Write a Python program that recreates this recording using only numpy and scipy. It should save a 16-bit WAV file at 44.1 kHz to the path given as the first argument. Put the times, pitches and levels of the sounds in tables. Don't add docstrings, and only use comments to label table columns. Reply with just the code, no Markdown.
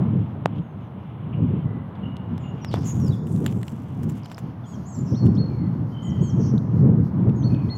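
import sys
import numpy as np
from scipy import signal
from scipy.fft import rfft, irfft, next_fast_len
from scipy.io import wavfile
from scipy.ndimage import uniform_filter1d

SR = 44100
rng = np.random.default_rng(int(sys.argv[2]) if len(sys.argv) > 2 else 0)


def to_wav(sig):
    pcm = np.clip(np.atleast_2d(sig), -1, 1) * 32767
    pcm = np.round(pcm).astype(np.int16)
    wavfile.write(sys.argv[1], SR, pcm.T)


N = 342657
TIME = np.arange(N) / SR


def birds(trim_db=-0.77, echo_trim_db=-2):
    direct, scattered = np.zeros(N), np.zeros(N)
    for song in (arched_calls, held_whistles, tumbling_songs, buzzes, sliding_whistles):
        for start_s, call, echo_db in song():
            add(direct, start_s, call)
            add(scattered, start_s, call * undb(echo_db))
    return undb(trim_db) * (direct + undb(echo_trim_db) * tree_echoes(scattered))


# start_s, length_s, top_hz, level_db, upper_voice_db (against the lower)
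ARCHED_CALLS = [(4.649, 0.12, 6920, -58.5, -11), (4.847, 0.12, 6810, -55, -25.5),
                (6.017, .099, 6970, -56, -13), (6.204, .113, 6730, -51.5, -11.5)]

def arched_calls(upper_ratio=1.17, echo_db=-5.5):
    for start_s, length_s, top_hz, level_db, upper_voice_db in ARCHED_CALLS:
        pitches = top_hz * np.array([.88, 1.005, .945, .76])
        lower = note(length_s, pitches, jitter=0.0079)
        upper = note(length_s, pitches * upper_ratio, jitter=.008)
        yield start_s, undb(level_db) * lower, echo_db
        yield start_s, undb(level_db + upper_voice_db) * upper, echo_db


# start_s, length_s, pitch_hz, level_db
HELD_WHISTLES = [(5.153, .085, 4370, -52), (5.374, 0.065, 4327, -45), (7.433, 0.049, 4366, -46),
                 (7.697, 0.051, 4335, -40.5)]

def held_whistles(lead_s=.011, scoop_db=-56, scoop_echo_db=-12, echo_db=-3):
    for start_s, length_s, pitch_hz, level_db in HELD_WHISTLES:
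        scoop = note(0.019, glide(2900, 4010))
        held = note(length_s, pitch_hz * np.array([.93, .988, 1, .98]))
        yield start_s - lead_s, undb(scoop_db) * scoop, scoop_echo_db
        yield start_s, undb(level_db) * held, echo_db


# start_s, level_db
TUMBLES = [(2.609, -49), (2.997, -49)]
# delay_s, length_s, from_hz, to_hz, note_db
TUMBLE_NOTES = [(0, 0.085, 5900, 5180, -6), (0.071, 0.017, 4930, 5050, -2), (0.085, 0.02, 4560, 4510, -6),
                (0.108, .02, 3860, 3830, -7), (0.124, 0.026, 3430, 3530, -1)]

def tumbling_songs(echo_db=-5):
    for start_s, level_db in TUMBLES:
        for delay_s, length_s, from_hz, to_hz, note_db in TUMBLE_NOTES:
            call = note(length_s, glide(from_hz, to_hz), jitter=0.0096)
            yield start_s + delay_s, undb(level_db + note_db) * call, echo_db


# start_s, length_s, pitch_hz, level_db, swing_hz, swings_per_s, echo_db
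BUZZES = [(1.325, .03, 2850, -50, 287, 170, -1), (2.39, 0.13, 6950, -68, 220, 192, -6),
          (2.845, .09, 6850, -41, 280, 201, -8.5), (5.045, .165, 5710, -55.5, 502, 180, -2.5),
          (6.385, 0.14, 5960, -52.5, 503, 290, -6.5)]

def buzzes():
    for start_s, length_s, pitch_hz, level_db, swing_hz, swings_per_s, echo_db in BUZZES:
        pitches = pitch_hz * np.array([1.1, 1.012, .995, .975])
        call = note(length_s, pitches, swing_hz, swings_per_s, fade_out=0.23)
        yield start_s, undb(level_db) * call, echo_db


# start_s, length_s, from_hz, to_hz, level_db
SLIDING_WHISTLES = [(.59, .15, 6920, 6150, -84), (0.793, .09, 6800, 5900, -85),
                    (1.634, .2, 2014, 1980, -63), (2.023, 0.059, 2887, 2890, -49),
                    (2.113, 0.17, 2945, 2880, -67), (2.425, 0.097, 2805, 2880, -55.5),
                    (4.629, 0.048, 3700, 3060, -62.5), (4.725, .03, 3400, 3130, -60.5),
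                    (4.853, .06, 6850, 7900, -57), (4.912, 0.11, 7630, 7020, -52),
                    (5.47, 0.22, 2480, 1934, -64.5), (5.911, 0.24, 3088, 3136, -53),
                    (6.001, 0.21, 2120, 1910, -64.5), (6.102, 0.22, 3120, 3174, -57.5),
                    (6.222, 0.063, 4310, 4380, -65), (6.42, .06, 4600, 4450, -64.5),
                    (7.215, 0.055, 2450, 2150, -68), (7.347, .12, 6900, 5830, -60.5),
                    (7.487, .11, 2560, 2490, -58), (7.6, 0.071, 2470, 2200, -64.5),
                    (7.68, 0.071, 2045, 2025, -59.5), (7.749, 0.017, 6700, 6880, -61)]

def sliding_whistles(echo_db_per_octave=-5.5):
    for start_s, length_s, from_hz, to_hz, level_db in SLIDING_WHISTLES:
        call = note(length_s, glide(from_hz, to_hz), swing_hz=45, swings_per_s=49.84, jitter=.007)
        octaves = np.log2(from_hz / 3000)
        yield start_s, undb(level_db) * call, -0.5 + echo_db_per_octave * octaves


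def note(length_s, pitches, swing_hz=0, swings_per_s=0, jitter=0.0023, fade_in=0.33, fade_out=0.11):
    size = int(length_s * SR)
    progress = np.linspace(0, 1, size)
    tune_hz = np.interp(progress, [0, .18, .75, 1], pitches)
    tune_hz = uniform_filter1d(tune_hz, size // 8 + 1, mode="nearest")
    swing_phase = 2 * np.pi * np.cumsum(swings_per_s * (1 + 0.038 * wander(250, size))) / SR
    pitch_hz = tune_hz * (1 + jitter * wander(400, size))
    pitch_hz += swing_hz * np.sin(swing_phase) * (1 + 0.42 * wander(500, size))
    ramp = np.clip(np.minimum(progress / fade_in, (1 - progress) / fade_out), 0, 1)
    pulsing = 1 + 0.42 * np.cos(swing_phase + 1)
    loudness = unit(np.sin(np.pi / 2 * ramp) * pulsing * undb(0.47 * wander(90, size)))
    return loudness * np.sqrt(2) * np.sin(2 * np.pi * np.cumsum(pitch_hz) / SR)


def glide(from_hz, to_hz):
    return from_hz + (to_hz - from_hz) * np.array([0, .18, .75, 1])


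def tree_echoes(sound, tail_s=.9):
    t = np.arange(SR) / SR
    near_bank = 1.5 * np.exp(-t / .012)
    trunks = undb(-60 * t / tail_s) * (1 - np.exp(-t / 0.017))
    echoes = rng.standard_normal(SR) * (rng.random(SR) < .03) * (near_bank + trunks)
    return signal.fftconvolve(sound, echoes / np.linalg.norm(echoes))[:N]


# start_s, from_hz, to_hz, level_db
TINY_CHIRPS = [(4.233, 5600, 4400, -52), (4.246, 5400, 4500, -50), (4.254, 5800, 4600, -52),
               (4.29, 5400, 4500, -63), (4.31, 6000, 4800, -58), (4.345, 6300, 4700, -44.5),
               (4.371, 5840, 4600, -51), (5.275, 2190, 4970, -61), (6.579, 2800, 4700, -43.5),
               (7.545, 1940, 4170, -48)]

def tiny_chirps(length_s=0.0027):
    out = np.zeros(N)
    for start_s, from_hz, to_hz, level_db in TINY_CHIRPS:
        sweep = note(length_s, np.linspace(from_hz, to_hz, 4), jitter=0.032)
        crack = unit(resonate(rng.standard_normal(len(sweep)), [(to_hz, 3500, 0)]))
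        add(out, start_s, undb(level_db) * (sweep + 0.24 * crack))
    return out


# time_s, level_db
BREEZE = [(0.0, -19.5), (0.32, -30.5), (1.04, -33), (1.58, -25.5), (1.84, -33.5), (2.25, -29.5),
          (2.6, -31.5), (2.92, -25), (3.57, -27.5), (3.72, -33.5), (4.09, -30), (4.3, -34), (4.95, -37.5),
          (5.26, -26.5), (5.76, -26.5), (6.54, -23.5), (7.47, -19.5), (7.77, -24.5)]
# peak_s, length_s, level_db
GUSTS = [(.16, 0.097, -20.5), (.585, 0.04, -23), (1.43, 0.057, -17), (1.52, 0.078, -24.5),
         (1.66, 0.019, -24), (2.05, 0.068, -25.5), (2.32, 0.049, -26.5), (3.1, 0.037, -16),
         (3.73, 0.027, -24.5), (4.04, 0.19, -25), (5.02, 0.093, -22), (5.13, 0.036, -16.5),
         (5.26, 0.057, -10.5), (5.37, 0.12, -18), (5.63, 0.082, -23.5), (5.82, 0.053, -27),
         (6.1, 0.034, -19.5), (6.4, 0.12, -20), (6.55, 0.046, -16), (6.88, 0.14, -13.5),
         (7.0, 0.077, -14.5), (7.28, 0.037, -15), (7.54, 0.054, -16)]
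# frequency_hz, gain_db
LARGE_SWIRL_TONE = [(15, -75), (25, -65.5), (77, -7.5), (112, 2.5), (144, 1.5), (201, -2), (315, -13),
                    (583, -35), (775, -30), (900, -32), (1170, -57), (1980, -120)]
SMALL_SWIRL_TONE = [(150, -34), (290, 3), (340, 0.5), (450, -4), (700, -20), (1200, -29.5), (3000, -62.5),
                    (8000, -89.5)]

def wind(trim_db=0.29, flutter_db=1.8):
    breeze_db, = curves(BREEZE)
    breeze = undb(breeze_db + trim_db + flutter_db * wander(14))
    wind_db = 10 * np.log10(breeze ** 2 + swells(GUSTS, rise_share=0.48))
    large = butter(swirls(LARGE_SWIRL_TONE, 50, 260), 320, "lowpass", order=4)
    small = swirls(SMALL_SWIRL_TONE, 286, 700)
    small_db = -37.5 + 1.094 * (wind_db + 19.5) + 1.85 * wander(50)
    pressure = large * undb(wind_db) + small * undb(small_db)
    return butter(pressure * undb(0.82 * wander(35)), 37, "highpass")


def swirls(tone, low_hz, high_hz, evenness=0.37):
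    rumble = noise(tone)
    power = uniform_filter1d(rumble ** 2, size=1500) + 1e-18
    return band_unit(rumble / power ** (evenness / 2), low_hz, high_hz)


# start_s, knock_db, cutoff_hz, crack_db, treble_db, decay_s
KNOCKS = [(.4578, -18.5, 2500, -37, -11, 0.00033), (.4588, -2, 830, -33, -8, 0.0016),
          (2.6473, -17.5, 2150, -32, -23, 0.0024), (2.7413, -9, 546, -30, -5, 0.0011),
          (3.463, -16.5, 2280, -17.5, 11.5, .0016), (4.316, -25, 1480, -37, 2, 0.0067),
          (4.381, -22.5, 1500, -41, 6, .009)]
# start_s, crack_db, treble_db
TICKS = [(2.168, -35, -32), (2.379, -36, -25), (2.975, -49, 20), (3.047, -43, 20), (3.081, -39, 19),
         (3.2706, -38, 11), (3.363, -38, 8), (3.525, -37, 5), (3.6146, -40, 3), (3.631, -30, -19),
         (3.681, -29, -14), (4.0978, -35.5, 21), (4.259, -34.5, 2), (4.3, -43, 8), (5.258, -42, 3),
         (5.266, -36, -12), (7.2955, -39, -16)]
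# pitch_hz, width_hz, gain_db
BODY_RING = [(750, 450, -5.5), (2610, 720, -12)]
SHELL_RING = [(1690, 1200, 5.5), (2850, 500, 6.5), (5130, 1300, -30)]
TREBLE_RING = [(7250, 240, 1.5), (11400, 5000, -18)]

def camera_clicks(tick_cutoff_hz=1800, tick_decay_s=0.0012):
    out, t = np.zeros(N), np.arange(SR // 12) / SR
    ticks = [(start_s, crack_db - 1, tick_cutoff_hz, crack_db, treble_db, tick_decay_s)
             for start_s, crack_db, treble_db in TICKS]
    for start_s, knock_db, cutoff_hz, crack_db, treble_db, decay_s in list(KNOCKS) + ticks:
        push = butter(signal.unit_impulse(len(t)), cutoff_hz, "lowpass")
        push = butter(push, 110, "highpass")
        knock = push + resonate(push, BODY_RING)
        grit = rng.standard_normal(len(t)) * (np.exp(-t / decay_s) + 0.024 * np.exp(-t / 0.019))
        crack = resonate(grit, SHELL_RING) + undb(treble_db) * resonate(grit, TREBLE_RING)
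        add(out, start_s, undb(knock_db) * knock / abs(knock).max())
        add(out, start_s, undb(crack_db) * crack / abs(crack).max())
    return out


# peak_s, length_s, treble_level_db
HAND_STROKES = [(2.77, 0.12, -68), (2.875, 0.044, -54), (2.94, 0.19, -64.5), (3.07, 0.11, -65),
                (3.32, 0.13, -66), (3.48, 0.12, -61.5), (3.68, 0.059, -65.5), (3.8, 0.59, -74.5),
                (4.035, .012, -55.5), (4.1, 0.026, -60.5), (4.17, 0.028, -63), (4.388, 0.012, -53.5)]
# frequency_hz, gain_db
RUBBING_TONE = [(100, -40), (900, 19), (2000, 8), (3300, 8), (4300, -3), (6000, 6.5), (7000, 6), (7700, 5),
                (8600, 2), (12000, 2.5), (15500, -2)]

def hand_rubbing(slips_per_s=2500):
    slips = rng.standard_normal(N) * (rng.random(N) < slips_per_s / SR)
    slips *= undb(4 * np.minimum(rng.exponential(size=N), 4))
    rustle = band_unit(shape_tone(slips, RUBBING_TONE), 8600, 15000)
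    return rustle * np.sqrt(swells(HAND_STROKES, rise_share=0.35))


# start_s, length_s, level_db, pitch_hz, width_hz
HAND_SCUFFS = [(0.543, 0.075, -60, 2900, 890), (1.948, 0.023, -63.5, 3160, 900),
               (2.711, 0.065, -47.5, 3270, 2490), (2.741, 0.057, -42.5, 775, 1000),
               (2.722, 0.17, -59.5, 5140, 1700), (2.813, 0.14, -59, 2320, 1800),
               (2.818, 0.14, -61, 6100, 2000), (3.273, 0.17, -61, 8400, 5000),
               (3.458, 0.058, -51, 2650, 1600), (3.474, 0.37, -70, 7640, 1300),
               (4.23, 0.14, -68, 5230, 2600), (5.347, .025, -59, 5370, 1400)]

def hand_scuffs():
    out = np.zeros(N)
    for start_s, length_s, level_db, pitch_hz, width_hz in HAND_SCUFFS:
        progress = np.linspace(0, 1, int(length_s * SR))
        grit = rng.standard_normal(len(progress)) * undb(2.5 * wander(900, len(progress)))
        body = [(pitch_hz, width_hz, 0)]
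        scrape = resonate(resonate(grit, body), body)
        add(out, start_s, undb(level_db) * unit(scrape * np.sqrt(progress) * (1 - progress)))
    return out


# time_s, low_band_db, high_band_db
CHATTER_LEVELS = [(0, -62, -82), (.7, -65.5, -86.5), (1.4, -61, -86), (1.9, -63, -89.5), (2.3, -64.5, -85),
                  (2.6, -57.5, -79), (3.3, -75, -86), (4.1, -63.5, -71.5), (4.7, -67.5, -71.5),
                  (5.8, -67.5, -73.5), (6.3, -66, -71.5), (7, -71, -75), (7.77, -67, -69.5)]
# frequency_hz, gain_db
LOW_CHATTER_TONE = [(1200, -37), (2100, 2), (2500, -0.5), (2950, 2), (3500, -3.5), (4200, -27.5),
                    (6000, -44)]
HIGH_CHATTER_TONE = [(2500, -34), (4300, 0.5), (5500, -1.5), (6700, -5.5), (7800, -21), (11500, -8),
                     (16000, -19)]

def far_birds():
    low_db, high_db = curves(CHATTER_LEVELS)
    low = unit(noise(LOW_CHATTER_TONE))
    high = unit(noise(HIGH_CHATTER_TONE))
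    return low * undb(low_db + 1.7 * wander(14)) + high * undb(high_db + 2.2 * wander(22))


# time_s, level_db
TOWN_LEVELS = [(0.0, -41), (0.19, -49.5), (1.17, -50.5), (1.38, -48.5), (2.9, -49.5), (3.68, -52),
               (7.42, -47.5), (7.77, -48.5)]
# frequency_hz, gain_db
TOWN_TONE = [(100, -13), (300, 1), (600, 3), (1000, 2.5), (1400, -6), (2000, -15.5), (3000, -31.5),
             (4000, -28.5), (5000, -49.5), (8000, -51.5)]

def distant_town(trim_db=0.5, hiss_db=-82.5):
    level_db, = curves(TOWN_LEVELS)
    roar = band_unit(noise(TOWN_TONE), 733, 2200)
    hiss = unit(noise([(500, -5.5), (7000, -1.5), (11000, 10.5), (15500, 3.5)]))
    return roar * undb(level_db + trim_db + .5 * wander(7.3)) + hiss * undb(hiss_db)


def undb(db):
    return 10 ** (np.asarray(db) / 20)


def unit(x):
    return x / np.sqrt(np.mean(x ** 2))


def band_unit(x, low_hz, high_hz):
    return x / butter(x, [low_hz, high_hz], "bandpass", order=4).std()


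def curves(rows):
    times_s, *columns = np.transpose(rows)
    return [np.interp(TIME, times_s, column) for column in columns]


def swells(rows, rise_share):
    power = np.zeros(N)
    for peak_s, length_s, level_db in rows:
        width_s = length_s * np.where(TIME < peak_s, rise_share, 1 - rise_share)
        power += undb(level_db) ** 2 * np.exp(-np.minimum(((TIME - peak_s) / width_s) ** 2, 200))
    return power


def wander(steps_per_s, size=N):
    step = max(int(SR / steps_per_s), 1)
    stairs = np.repeat(rng.standard_normal(size // step + 1), step)
    return 1.92 * uniform_filter1d(uniform_filter1d(stairs, step), step)[:size]


def add(out, start_s, x):
    i = max(int(start_s * SR), 0)
    out[i:i + len(x)] += x[:max(N - i, 0)]


def butter(x, hz, kind, order=2):
    return signal.sosfilt(signal.butter(order, hz, kind, fs=SR, output="sos"), x)


def resonate(x, rings):
    return sum(undb(gain_db) * signal.lfilter(*signal.iirpeak(hz, hz / width_hz, fs=SR), x)
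               for hz, width_hz, gain_db in rings)


def shape_tone(x, tone):
    points_hz, points_db = np.transpose(tone)
    size = next_fast_len(N)
    hz = np.maximum(np.fft.rfftfreq(size, 1 / SR), 1)
    gain = undb(np.interp(np.log(hz), np.log(points_hz), points_db))
    return irfft(rfft(x, size) * gain, size)[:N]


def noise(tone):
    return shape_tone(rng.standard_normal(N), tone)


def scene():
    outdoors = wind() + distant_town() + far_birds() + birds() + tiny_chirps()
    return (outdoors + camera_clicks() + hand_rubbing() + hand_scuffs())[None]


def record(dry):
    return signal.sosfilt(signal.ellip(10, .2, 80, 15850, fs=SR, output="sos"), dry)


dry = scene()
out = record(dry)
to_wav(out)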